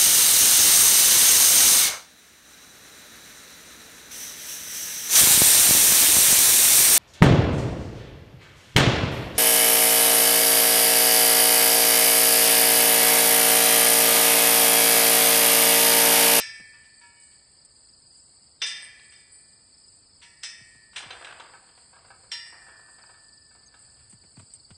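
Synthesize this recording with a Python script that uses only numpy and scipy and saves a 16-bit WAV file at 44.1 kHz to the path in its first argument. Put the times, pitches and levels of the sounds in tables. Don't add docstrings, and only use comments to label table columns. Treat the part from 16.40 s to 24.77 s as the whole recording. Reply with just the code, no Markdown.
import sys
import numpy as np
from scipy import signal
from scipy.fft import rfft, irfft, next_fast_len
from scipy.io import wavfile
from scipy.ndimage import uniform_filter1d, minimum_filter1d, map_coordinates

SR = 44100
rng = np.random.default_rng(int(sys.argv[2]) if len(sys.argv) > 2 else 0)


def gain_from_db(level_db):
    decades = np.asarray(level_db, float) / 20
    return 10 ** decades


def inscribe(sig):
    pcm = np.round(np.clip(np.atleast_2d(sig).T, -1, 1) * 32767)
    wavfile.write(sys.argv[1], SR, pcm.astype(np.int16))


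N = 369099

# frequency in Hz, level in dB per Hz.
WASH_SPECTRUM = [(15, -43.5), (25, -13), (70, -2), (346, -12), (737, -15.5), (1860, -20), (2020, -19.5),
                 (2550, -21.5), (3800, -23.5), (4940, -39.5), (8360, -120)]
RUMBLE_SPECTRUM = [(20, -16.0), (60, -1.0), (120, 1.0), (250, -26.0), (400, -48.0)]
# peak time in seconds, rise over the lull in dB.
GUST_PEAKS = [
    (0, 4),
    (1.9, 5.5),
    (3.7, 2),
    (4.7, 10),
    (5.9, 9),
    (6.5, 5),
    (7.6, 11),
    (8.3, 6),
]
LULL_DB, GUST_S = -80, 0.52

# pulses per second, start pitch in Hz, level in dB.
NEAR_CRICKETS = [(22.33, 5300, 0.5), (23.8, 5000, 0), (30.65, 4750, -7), (21.93, 5150, -4),
                 (21.02, 4800, -1), (25.4, 4600, -6.5), (27.76, 5350, -3.5)]
# frequency in Hz, level in dB per Hz.
CHORUS_SPECTRUM = [(3500, -27), (4000, -4), (4500, 7.5), (5000, 8), (5300, -3.5), (5600, -71)]
HISS_SPECTRUM = [(5000, -55.5), (6300, -33.5), (6800, -9.5), (7400, -6.5), (7650, 6), (8200, 5),
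                 (8950, 1.5), (9200, -14), (9800, -20.5), (10300, -22), (11000, -58)]
# start in seconds, level in dB, pitch in Hz, length in seconds, sag in Hz per s.
INSECT_NOTES = [
    (7.259, -51.5, 6450, 0.021, 1300),
    (6.15, -63, 7960, 2.4, -0.5),
    (3.3, -67, 8066, 0.83, 0),
]
CRICKET_DB, FAR_CRICKET_DB, HISS_DB = -62, -63.5, -59

# time in seconds, peak in dB, grit in dB, ground pitch in Hz.
HOOF_FALLS = [
    (0.197, -48, -1.5, 116),
    (4.205, -51.5, -8, 92),
    (4.347, -53, -4, 106),
    (4.652, -46.5, -19, 96),
    (7.725, -45, -9, 107),
    (7.837, -59, 4.5, 119),
    (7.968, -40, -10, 91.6),
    (7.995, -50, 3, 102),
    (8.02, -51, -12, 100),
    (8.304, -44, -3, 86),
]
# time in seconds, peak in dB, length in seconds.
GRASS_SNAPS = [(0.799, -45.5, 0.038), (0.831, -43, 0.0045), (0.834, -46.5, 0.044), (1.248, -41.5, 0.016),
               (1.723, -48, 0.013), (7.392, -46.5, 0.019), (7.696, -40.5, 0.029), (7.728, -44.5, 0.019),
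               (7.987, -45.5, 0.031), (8.136, -31.5, 0.0076), (8.143, -40, 0.024), (8.297, -53, 0.021)]
# frequency in Hz, level in dB per Hz.
GRIT_SPECTRUM = [(200, 1.0), (500, -4.0), (1500, -7.5), (3200, -10.0), (4500, -18.0), (9000, -25.5)]
SNAP_SPECTRUM = [(2000, -32), (3000, -26), (5000, -30), (6400, -27.5), (7600, -5), (8190, 3.5), (9500, -15),
                 (10300, -48)]
THUD_T60_S, THUD_SHORTENS = 0.081, 3.3

# frequency in Hz, t60 in seconds.
YARD_T60 = [(300, 1), (2000, 0.64), (9000, 0.08)]

# mode frequency in Hz, level in dB.
FRAME_MODES = [(250, -19.5), (400, -12.5), (800, -2), (1200, -2), (1600, 1.5), (1900, -8), (2600, -8),
               (4000, -26.5)]
CHAIN_MODES = [(1200, -16.5), (2000, -8), (2800, -4.5), (3600, -4), (4500, -6.5), (5500, -17), (6500, -20),
               (8500, -11.5), (10000, -33)]
LINK_MODES = [(6500, -36), (7500, -2), (8000, 13), (8800, 8.5), (9600, -7), (10200, -33)]
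# time in seconds, peak in dB, bright part in dB.
GATE_BOUNCES = [(4.56, -41.5, 17.5), (4.572, -45, 11), (4.581, -41.5, 8), (4.624, -41, 3),
                (4.704, -32.5, -4), (4.727, -37, -2), (4.735, -42, -9), (4.751, -48, -8),
                (4.824, -40.5, -11), (4.845, -37, 6), (4.884, -40, -11), (4.997, -32.5, -4),
                (5.039, -41.5, -15), (5.134, -40, -20), (5.289, -51.5, -2), (5.375, -46.5, -4),
                (5.562, -44.5, -28), (5.646, -43.5, -15), (5.702, -39, -27), (5.833, -47.5, -28),
                (6.392, -46, -16), (6.74, -63, 1), (7.109, -60, -19), (7.15, -48, -23), (7.341, -47.5, -3),
                (5.423, -60, -8), (5.617, -54, -15), (6.518, -55, -15.5), (6.957, -65, -12),
                (7.228, -60, -9), (7.433, -59, -4), (7.476, -60, -10)]
GATE_SHUDDERS = [(4.623, -39, -4.5), (4.809, -38, -17), (4.866, -43.5, -12), (5.529, -47.5, -20),
                 (6.125, -42, -39), (6.281, -42.5, -14), (6.483, -53, -28), (6.582, -50.5, -11),
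                 (6.692, -50, -11), (7.561, -62.5, -2), (7.59, -63, 3.5)]
BOUNCE_T60_S, SHUDDER_T60_S = .17, .4
# time in seconds, level in dB.
LINK_TINKLES = [
    (2.263, -47),
    (2.917, -51),
    (2.95, -51.5),
    (2.999, -56),
    (6.068, -55.5),
]
SMALL_LINK_TINKLES = [
    (2.423, -45.5),
    (2.433, -49),
]
LINK_T60_S, SMALL_LINK_T60_S = 0.64, 0.29
# start in seconds, hold in seconds, level in dB, bright part in dB.
PANEL_SHAKES = [
    (2.23, 0.21, -58, 10),
    (4.516, 0.51, -45.5, -6),
    (5.479, 0.22, -59, -8),
    (6.048, 0.64, -58, -17),
    (7.09, 0.96, -67.5, -13),
]
SHAKE_RISE_S, SHAKE_FALL_DB_PER_S = 0.033, 53
GRIND_BRIGHT_TOP = [(5500, -35)]

# frequency in Hz, level in dB, t60 in seconds.
LATCH_MODES = [(786, -9.5, 0.074), (946, -16, 0.14), (1287, -9.5, 0.18), (1540, 2, 0.058),
               (1670, -2, 0.085), (2235, -12, 0.15), (2640, -11, 0.075), (3090, -12, 0.044),
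               (3680, -11.5, 0.1), (3950, -13, 0.071), (4800, -13, .05), (6300, -24.5, 0.14)]
# time in seconds, level in dB, tilt in dB per octave.
LATCH_TAPS = [(4.038, -58, 14), (4.705, -40, 7), (4.8457, -45, 2), (4.868, -41, 1), (4.997, -45, 3.5),
              (5.136, -44.5, -9), (5.147, -50, -4), (5.157, -51, -7), (5.53, -54, -3), (5.564, -58, -6),
              (5.704, -45, -8.5), (5.738, -54, -8), (5.837, -67, -2), (6.127, -50, -6), (6.218, -51.5, -8),
              (6.264, -50, -7), (6.482, -59, -3), (6.582, -56, -3), (6.692, -51, -5), (6.739, -53.5, -3),
              (7.11, -56, -2), (7.148, -57.5, -5), (7.339, -49.5, -1), (7.485, -63, 0)]
# frequency in Hz, level in dB, t60 in seconds.
LOOSE_RAIL_MODES = [(948, -5.5, 0.52), (1170, -8.5, 0.36), (1360, -11, 0.4), (1440, -11, 0.43),
                    (1715, -1.5, 0.82), (1845, -1.5, 0.7), (2260, 1.5, 0.98), (2494, -9, 0.66),
                    (2602, -10, 0.69), (2819, -14, 0.76), (2960, -14.5, 0.79), (3250, -14, 0.23),
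                    (3640, -16, .4)]
SAG_RAIL_MODES = [(1740, -2, .9), (1760, 0, 1.9), (1846, -6, .9), (1880, -8, 1), (2013, -8, .9),
                  (2446, -10, .6), (2820, -4, 0.6), (3540, -5, .4), (4057, -10, .4)]
FOOT_RAIL_MODES = [(1190, -8, 1), (1536, -3, .8), (1704, 0.5, 1.6), (1844, -9, 1.6)]
# time in seconds, level in dB, tilt in dB per octave.
RAIL_NUDGES = [
    (.333, -58, -1),
    (.61, -61.5, -4),
    (.632, -60, 2.5),
    (.764, -70, 8),
    (2.72, -67, 1),
    (3.818, -65, -13),
    (5.929, -61, -11),
]
RAIL_PRESSES = [
    (3.821, -59, 3),
]
RAIL_RUBS = [
    (6.28, -57.5, -3),
    (6.4, -58, 2),
]

# t60 in seconds, level in dB struck at each of four spots.
PANEL_MODES = [(0.5, -57, -57, -63, -55), (0.5, -54, -51, -60, -56), (1.8, -48, -46, -62, -61),
               (.8, -47, -44, -56, -74), (1.5, -48, -51, -59, -53), (4.8, -63, -67, -60, -51),
               (1.45, -39.5, -50, -60, -60), (.9, -60, -44, -62, -49), (2.4, -56, -55, -50, -48),
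               (1.03, -58, -51, -57, -57), (0.95, -54, -44, -60, -52), (1.15, -53, -54, -54, -50),
               (1.15, -42.5, -43.5, -52.5, -56), (1.1, -48, -43, -62, -52.5),
                  (2.17, -57.5, -54, -66, -64), (0.73, -48, -51, -59.5, -64), (0.7, -55, -49, -51, -63),
                  (0.81, -48.5, -48, -52, -63), (0.65, -49.5, -40, -64, -52), (0.71, -62, -49, -65, -55),
                  (0.49, -54, -37, -55, -44), (0.9, -86, -58, -62, -75), (1.1, -54.5, -45.5, -66, -72),
                  (0.51, -62, -42.5, -65, -55),
               (0.26, -53, -71, -59, -72), (0.48, -57, -42, -80.5, -51), (0.45, -85, -44, -56, -64),
              (0.48, -48, -28, -49, -45.5), (0.52, -49.5, -44, -72, -79), (0.6, -55, -56, -73, -55),
               (0.3, -56, -55, -66, -39.5), (0.24, -43, -42, -73, -59), (0.29, -77, -51, -65, -50),
                 (0.85, -56, -44, -63, -43.5), (0.67, -50, -43, -67, -60), (0.56, -41.5, -39, -68, -54),
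                 (0.3, -60, -46, -42.5, -59), (0.49, -83, -42, -46, -58), (0.59, -76, -34.5, -48, -58),
                 (0.6, -59, -36, -43.5, -54.5), (0.62, -51, -41, -54, -53), (0.56, -64, -44, -51, -43),
               (0.72, -50.5, -43, -59, -42), (0.46, -39.5, -36, -57, -37.5), (0.49, -58, -47, -56, -70),
               (0.31, -60, -42, -45, -78), (0.4, -57, -34, -51, -60), (0.63, -51, -39, -49.5, -54),
               (0.39, -44, -46.5, -52, -59), (0.73, -67, -49.5, -72, -81),
               (0.76, -79, -57, -62, -60), (0.19, -48, -51, -46, -48), (0.36, -56.5, -55, -47, -74),
             (1.5, -61.5, -57, -63, -60), (1.4, -74, -69.5, -70, -62), (0.56, -79, -70, -72, -75),
             (1.7, -70, -59.5, -68, -76), (1.41, -74, -75, -61.5, -61), (5, -69, -59, -73, -79),
             (1.6, -63, -62, -68, -65),
               (1.5, -52, -52, -67, -74), (1.8, -54, -50.5, -73, -76), (0.64, -48, -73, -70, -78),
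                    (0.81, -52, -60, -66, -75), (0.33, -70, -60, -70, -45.5),
                    (0.76, -53.5, -39, -56, -54.5), (0.64, -71, -49.5, -61, -50), (.6, -74, -60, -71, -53),
                    (0.76, -70, -42, -71, -45), (.7, -49, -40, -59, -65), (.5, -43, -61, -65, -70),
                    (.5, -43, -60, -70, -67), (0.46, -60, -52, -43.5, -62), (0.54, -65, -51, -58, -74)]
PANEL_MODE_HZ = [
    [949, 1359, 1711.5, 1729, 1756.2, 1758.5, 1775, 1843, 1865, 1890, 2013, 2032],
    [2260, 2390, 2410, 2552, 2584, 2608, 2748, 2853, 2884, 3035, 3203, 3232],
    [3338, 3381, 3494, 3588, 4007, 4042],
    [4091, 4118, 4175, 4837, 4880, 4949, 5002, 5095, 5110, 5214, 5238, 5335],
    [5374, 5551, 5747, 5915, 5992, 6015, 6266, 6325],
    [7157, 7562, 7932, 7960, 8066, 8176, 8460, 8481, 8613, 8808],
    [1694, 1986, 2244, 2622, 4074, 4785, 4813, 4860, 4897, 4927, 5021, 5358, 5542, 5767],
]
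# time in seconds, ring in dB, crash in dB, tilt in dB per octave.
SPOT_BLOWS = [
    [(-.004, 1, -40, 2), (.435, -36, -67, 0), (.915, -34, -69, -5), (0.335, -40, -68, -18),
     (.61, -33, -67, 0)],
    [(2.2175, 2, -33.5, -1), (2.262, -55, -47.5, 5), (2.718, -26, -58.5, -5.5), (4.562, -23, -40.5, 1),
     (4.705, -19, -45.5, -8)],
    [(3.815, -25, -55.5, -2), (3.826, -10, -53.5, -6), (4.028, -19, -52, 1.5), (4.033, 1, -43, 1.5),
     (4.53, -18, -59, -6)],
    [(5.916, 1, -41.5, 1.5), (8.1, -43, -89, 6)],
]
# frequency in Hz, level in dB per Hz.
CROWD_SPECTRUM = [(210, -70), (350, -28.5), (926, -22.5), (1230, -17.5), (1750, -11), (2900, -4),
                  (3490, -4), (4300, -6), (5110, -28.5), (10200, -39), (13200, -59), (22000, -120)]
CRACK_SPECTRUM = [(400, -39.0), (2000, -2.5), (5000, -1.0), (6700, -6.5), (8500, -0.5), (10500, -17.0)]
SHIMMER_SPECTRUM = [(3500, -15.0), (4200, -19.0), (5000, -3.0), (5500, -16.5), (7000, -28.5),
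                    (8000, -27.0), (9500, -6.5), (11000, -60)]
HARD_RISE_S, SOFT_RISE_S, SOFT_BELOW_DB, SOFT_SPAN_DB = .0007, .016, -53, 3
SOFT_CROWD_DB, CROWD_T60_S = -3, .3
SHIMMER_DB, SHIMMER_T60_S, SHIMMER_RISE_S = -20, 1.1, .05

# frequency in Hz, level in dB per bin.
SPECTRUM_FLOOR = [(100, -71), (1800, -38.5), (3500, -43.5), (5300, -57), (5500, -38), (6300, -58),
                  (6450, -56.5), (11000, -47.5)]
# centre in Hz, half width in Hz, extra masking in dB.
MASKED_BANDS = [(2140, 65, 4), (3100, 60, 9), (3400, 50, 9), (3800, 110, 10), (4330, 130, 11)]
TOP_HZ = 10250


def unit(x):
    return x / np.sqrt(np.mean(x ** 2) + 1e-20)


def along(points, hz):
    f, v = np.transpose(points)
    return np.interp(np.log(hz + 1), np.log(f + 1), v)


def wobble(rate_hz):
    at = np.arange(0, N + 32, 32)
    knots = rng.standard_normal(int(N * rate_hz / SR) + 4)
    return np.interp(np.arange(N), at, map_coordinates(knots, [at * rate_hz / SR]))


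def filtered(x, response):
    m = next_fast_len(N + SR // 2)
    return irfft(rfft(x, m) * response(np.fft.rfftfreq(m, 1 / SR)), m)[:N]


def noise(spectrum):
    return unit(filtered(rng.standard_normal(N), lambda hz: gain_from_db(along(spectrum, hz))))


def add(track, start_s, sound):
    i = round(start_s * SR)
    part = track[max(i, 0):max(i + len(sound), 0)]
    part += sound[max(-i, 0):][:len(part)]


def fall(t, t60_s, rise_s):
    return (1 - np.exp(-t / rise_s)) * gain_from_db(-60 * t / t60_s)


def contact_s(crash_db):
    hardness = np.exp((crash_db - SOFT_BELOW_DB) / SOFT_SPAN_DB)
    return HARD_RISE_S + (SOFT_RISE_S - HARD_RISE_S) / (3 + hardness)


def clatter(spectrum, lo_hz, hi_hz, contacts, count, rise_s=0.00056):
    out, t = np.zeros(N), np.arange(SR // 3) / SR
    hz = np.geomspace(lo_hz, hi_hz, count) * (1 + .008 * rng.standard_normal(count))
    tones = np.sin(2 * np.pi * (hz[:, None] * t + rng.random((count, 1))))
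    chance = rng.standard_normal((len(contacts), count + 8))
    rises_s = np.broadcast_to(rise_s, len(contacts))
    for (s, db, t60_s), luck, onset_s in zip(contacts, chance, rises_s):
        ring = unit(gain_from_db(along(spectrum, hz) + 3.53 * luck[:count]) @ tones)
        decay = fall(t, 0.44 * t60_s, onset_s) + .24 * fall(t, t60_s, onset_s)
        add(out, s, gain_from_db(db) * ring * decay)
        rebound = ring[99:4099] * fall(t[:4000], .15 * t60_s, .6 * onset_s)
        for late, size in luck[count:].reshape(-1, 2):
            add(out, s + .018 * abs(late), gain_from_db(db - 8 + 2 * size) * rebound)
    return out


def struck(modes, hits, rise_s, scatter_db):
    out, t = np.zeros(N), np.arange(SR) / SR
    hz, level_db, t60_s = np.transpose(modes)[:, :, None]
    tones = np.sin(2 * np.pi * hz * t) * fall(t, t60_s, rise_s)
    chance = rng.standard_normal((len(hits), len(modes), 1))
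    for (s, db, tilt), luck in zip(hits, chance):
        gain_db = db + level_db + tilt * np.log2(hz / 1500) + scatter_db * luck
        add(out, s, (gain_from_db(gain_db) * tones).sum(axis=0))
    return out


def air():
    t = np.arange(N) / SR
    level_db = LULL_DB + sum(db * np.exp(-((t - s) / GUST_S) ** 2) for s, db in GUST_PEAKS)
    lumps_db = level_db + 2.5 * wobble(5) + 3.2 * wobble(13)
    return gain_from_db(lumps_db) * noise(RUMBLE_SPECTRUM) + gain_from_db(-66.5) * noise(WASH_SPECTRUM)


def cricket(pulse_hz, top_hz):
    cycle = np.cumsum(pulse_hz * (1 + .03 * wobble(2))) / SR + rng.random()
    stroke = cycle % 1 / 0.45
    hz = top_hz * (1 - .12 * stroke + .01 * wobble(11))
    group_cycle = np.cumsum(3.2 + 0.35 * wobble(1.25)) / SR + 0.36 * rng.random()
    group = np.cos(2 * np.pi * group_cycle)
    level_db = 4 * group + 4 * wobble(1.3) + 2.5 * wobble(5) + 3 * wobble(60)
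    swell = np.sin(np.pi * np.clip(stroke, 0, 1)) * gain_from_db(level_db)
    return unit(swell * np.sin(2 * np.pi * np.cumsum(hz) / SR))


def insects():
    near = unit(sum(gain_from_db(db) * cricket(pulse_hz, hz) for pulse_hz, hz, db in NEAR_CRICKETS))
    out = gain_from_db(CRICKET_DB) * near + gain_from_db(FAR_CRICKET_DB) * noise(CHORUS_SPECTRUM)
    out = out + gain_from_db(HISS_DB + 1.63 * wobble(9.6) + 1.3 * wobble(25)) * noise(HISS_SPECTRUM)
    for s, db, hz, length_s, sag in INSECT_NOTES:
        t = np.arange(int(length_s * SR)) / SR
        swell = np.sin(np.pi * t / length_s) ** 0.55
        add(out, s, gain_from_db(db) * swell * np.sin(2 * np.pi * t * (hz - .5 * sag * t)))
    return out


def ground():
    thud, grit, snap = np.zeros((3, N))
    t = np.arange(SR // 4) / SR
    for s, db, grit_db, hz in HOOF_FALLS:
        t60_s = THUD_T60_S * (120 / hz) ** THUD_SHORTENS
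        turns = np.cumsum(hz * (1 + 2.3 * np.exp(-t / 0.0058))) / SR
        add(thud, s + 0.00715, gain_from_db(db) * np.sin(2 * np.pi * turns) * fall(t, t60_s, 0.0019))
        add(grit, s, gain_from_db(db + grit_db + 1.5) * fall(t, .065, .0015))
    for s, db, length_s in GRASS_SNAPS:
        burst = (1 - np.exp(-t / 0.00084)) * np.exp(-(t / length_s) ** 4)
        add(snap, s, gain_from_db(db - 7.5) * burst)
    return thud + grit * noise(GRIT_SPECTRUM) + snap * noise(SNAP_SPECTRUM)


def yard(x):
    hz, _, z = signal.stft(rng.standard_normal(SR // 2), SR, nperseg=256)
    t = np.arange(z.shape[1]) * 128 / SR
    tail = signal.istft(z * gain_from_db(-60 * t / along(YARD_T60, hz)[:, None]), SR, nperseg=256)[1]
    return signal.fftconvolve(np.pad(x, (700, 0)), tail / np.linalg.norm(tail))[:N]


def scrape():
    dull, bright = np.zeros((2, N))
    t = np.arange(SR * 3 // 2) / SR
    for s, hold_s, db, bright_db in PANEL_SHAKES:
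        level_db = db - 9 - SHAKE_FALL_DB_PER_S * np.clip(t - hold_s, 0, None)
        shake = np.clip(t / SHAKE_RISE_S, 0, 1) ** 2 * gain_from_db(level_db)
        add(dull, s, shake)
        add(bright, s, shake * gain_from_db(bright_db))
    grains = unit(gain_from_db(6 * wobble(150) + 2 * wobble(22)))
    return grains * (dull * noise(FRAME_MODES) + bright * noise(CHAIN_MODES[:5] + GRIND_BRIGHT_TOP))


def gate():
    bounces = [(*row, BOUNCE_T60_S) for row in GATE_BOUNCES]
    shudders = [(*row, SHUDDER_T60_S) for row in GATE_SHUDDERS]
    rattles = sorted(bounces + shudders)
    frame_hits = [(s, db - 8.0, t60_s) for s, db, _, t60_s in rattles]
    chain_hits = [(s, db + bright_db - 5, 0.7 * t60_s) for s, db, bright_db, t60_s in rattles]
    link_hits = [(*row, LINK_T60_S) for row in LINK_TINKLES]
    small_hits = [(*row, SMALL_LINK_T60_S) for row in SMALL_LINK_TINKLES]
    frame = clatter(FRAME_MODES, 249.7, 4000, frame_hits, count=90, rise_s=0.0023)
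    chain = clatter(CHAIN_MODES, 1200, 10000, chain_hits, count=90, rise_s=.002)
    links = clatter(LINK_MODES, 6500, 10100, link_hits, count=30)
    small_links = clatter(LINK_MODES, 8300, 10100, small_hits, count=30)
    return frame + chain + links + small_links


def latch():
    return struck(LATCH_MODES, LATCH_TAPS, rise_s=0.002, scatter_db=2.5)


def loose_rails():
    nudged = struck(LOOSE_RAIL_MODES, RAIL_NUDGES, rise_s=0.0032, scatter_db=5)
    pressed = struck(SAG_RAIL_MODES, RAIL_PRESSES, rise_s=.008, scatter_db=1.5)
    rubbed = struck(FOOT_RAIL_MODES, RAIL_RUBS, rise_s=.04, scatter_db=1.5)
    return nudged + pressed + rubbed


def shimmer():
    level, t = np.zeros(N), np.arange(SR) / SR
    for s, _, crash_db, _ in sum(SPOT_BLOWS, []):
        add(level, s, gain_from_db(crash_db + SHIMMER_DB) * fall(t, SHIMMER_T60_S, SHIMMER_RISE_S))
    return level * noise(SHIMMER_SPECTRUM)


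def crowd():
    hits, rises_s = [], []
    for s, _, crash_db, _ in sum(SPOT_BLOWS, []):
        rise_s = contact_s(crash_db)
        hits.append((s, crash_db + 4.2 + SOFT_CROWD_DB * rise_s / SOFT_RISE_S, CROWD_T60_S))
        rises_s.append(rise_s / 2)
    return clatter(CROWD_SPECTRUM, 400, 10000, hits, count=130, rise_s=rises_s)


def panels():
    ring, crack = np.zeros((2, N))
    t = np.arange(2 * SR) / SR
    hz = np.concatenate(PANEL_MODE_HZ)[:, None]
    pipes = (PANEL_MODES)
    t60_s, *spots = np.transpose(pipes)[:, :, None]
    modes = np.sin(2 * np.pi * hz * t + (hz / 300) ** 2) * np.exp(-np.log(1000) * t / t60_s)
    beat_hz = 3 + 12 * rng.random(hz.shape)
    beat = 1 + 0.21 * np.cos(2 * np.pi * beat_hz * t[::50]) * (hz > 1900)
    modes *= np.repeat(beat, 50, axis=1)
    for spot_db, blows in zip(spots, SPOT_BLOWS):
        for s, ring_db, crash_db, tilt in blows:
            rise_s = contact_s(crash_db)
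            gain_db = spot_db + ring_db + tilt * np.log2(hz / 2000)
            mix = (gain_from_db(gain_db).T @ modes)[0]
            add(ring, s, mix * (1 - np.exp(-t / rise_s)))
            add(crack, s, gain_from_db(crash_db + 2.4 * tilt) * fall(t[:SR // 4], 0.25, rise_s / 3))
    return ring + crowd(), crack * noise(CRACK_SPECTRUM)


def scene():
    background = air() + insects() + ground()
    ring, crack = panels()
    knocks = crack + gate() + scrape()
    ring = ring + loose_rails() + latch()
    echoes = gain_from_db(-8) * yard(knocks) + gain_from_db(-19) * yard(ring)
    return (background + shimmer() + knocks + ring + echoes)[None]


def thinned(x):
    limited = filtered(x, lambda f: 1 / (1 + (f / TOP_HZ) ** 80))
    hz, _, z = signal.stft(limited, SR, "cosine", 2048)
    power = uniform_filter1d(np.abs(z * 724) ** 2, size=5, axis=0)
    level_db = 10 * np.log10(np.abs(power) + 1e-12)
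    masker_db = -minimum_filter1d(-level_db, size=25, axis=0, origin=8) - 16.5
    extra_db = sum(db * (np.abs(hz - mid_hz) < half_hz) for mid_hz, half_hz, db in MASKED_BANDS)
    masker_db += extra_db[:, None]
    masker_db = np.where(np.abs(hz[:, None] - 4200) < 2600, masker_db, -120)
    margin_db = level_db - np.maximum(masker_db, along(SPECTRUM_FLOOR, hz)[:, None])
    kept = 1 / (1 + np.exp(-np.clip(margin_db, -40, 40)))
    return signal.istft(z * kept, SR, "cosine", 2048)[1][None, :N]


def band_limit(x):
    return signal.sosfilt(signal.butter(12, 10340, fs=SR, output="sos"), x)


def record(dry):
    mix = thinned(dry[0])
    return band_limit(mix)


dry = scene()
out = record(dry)
inscribe(out)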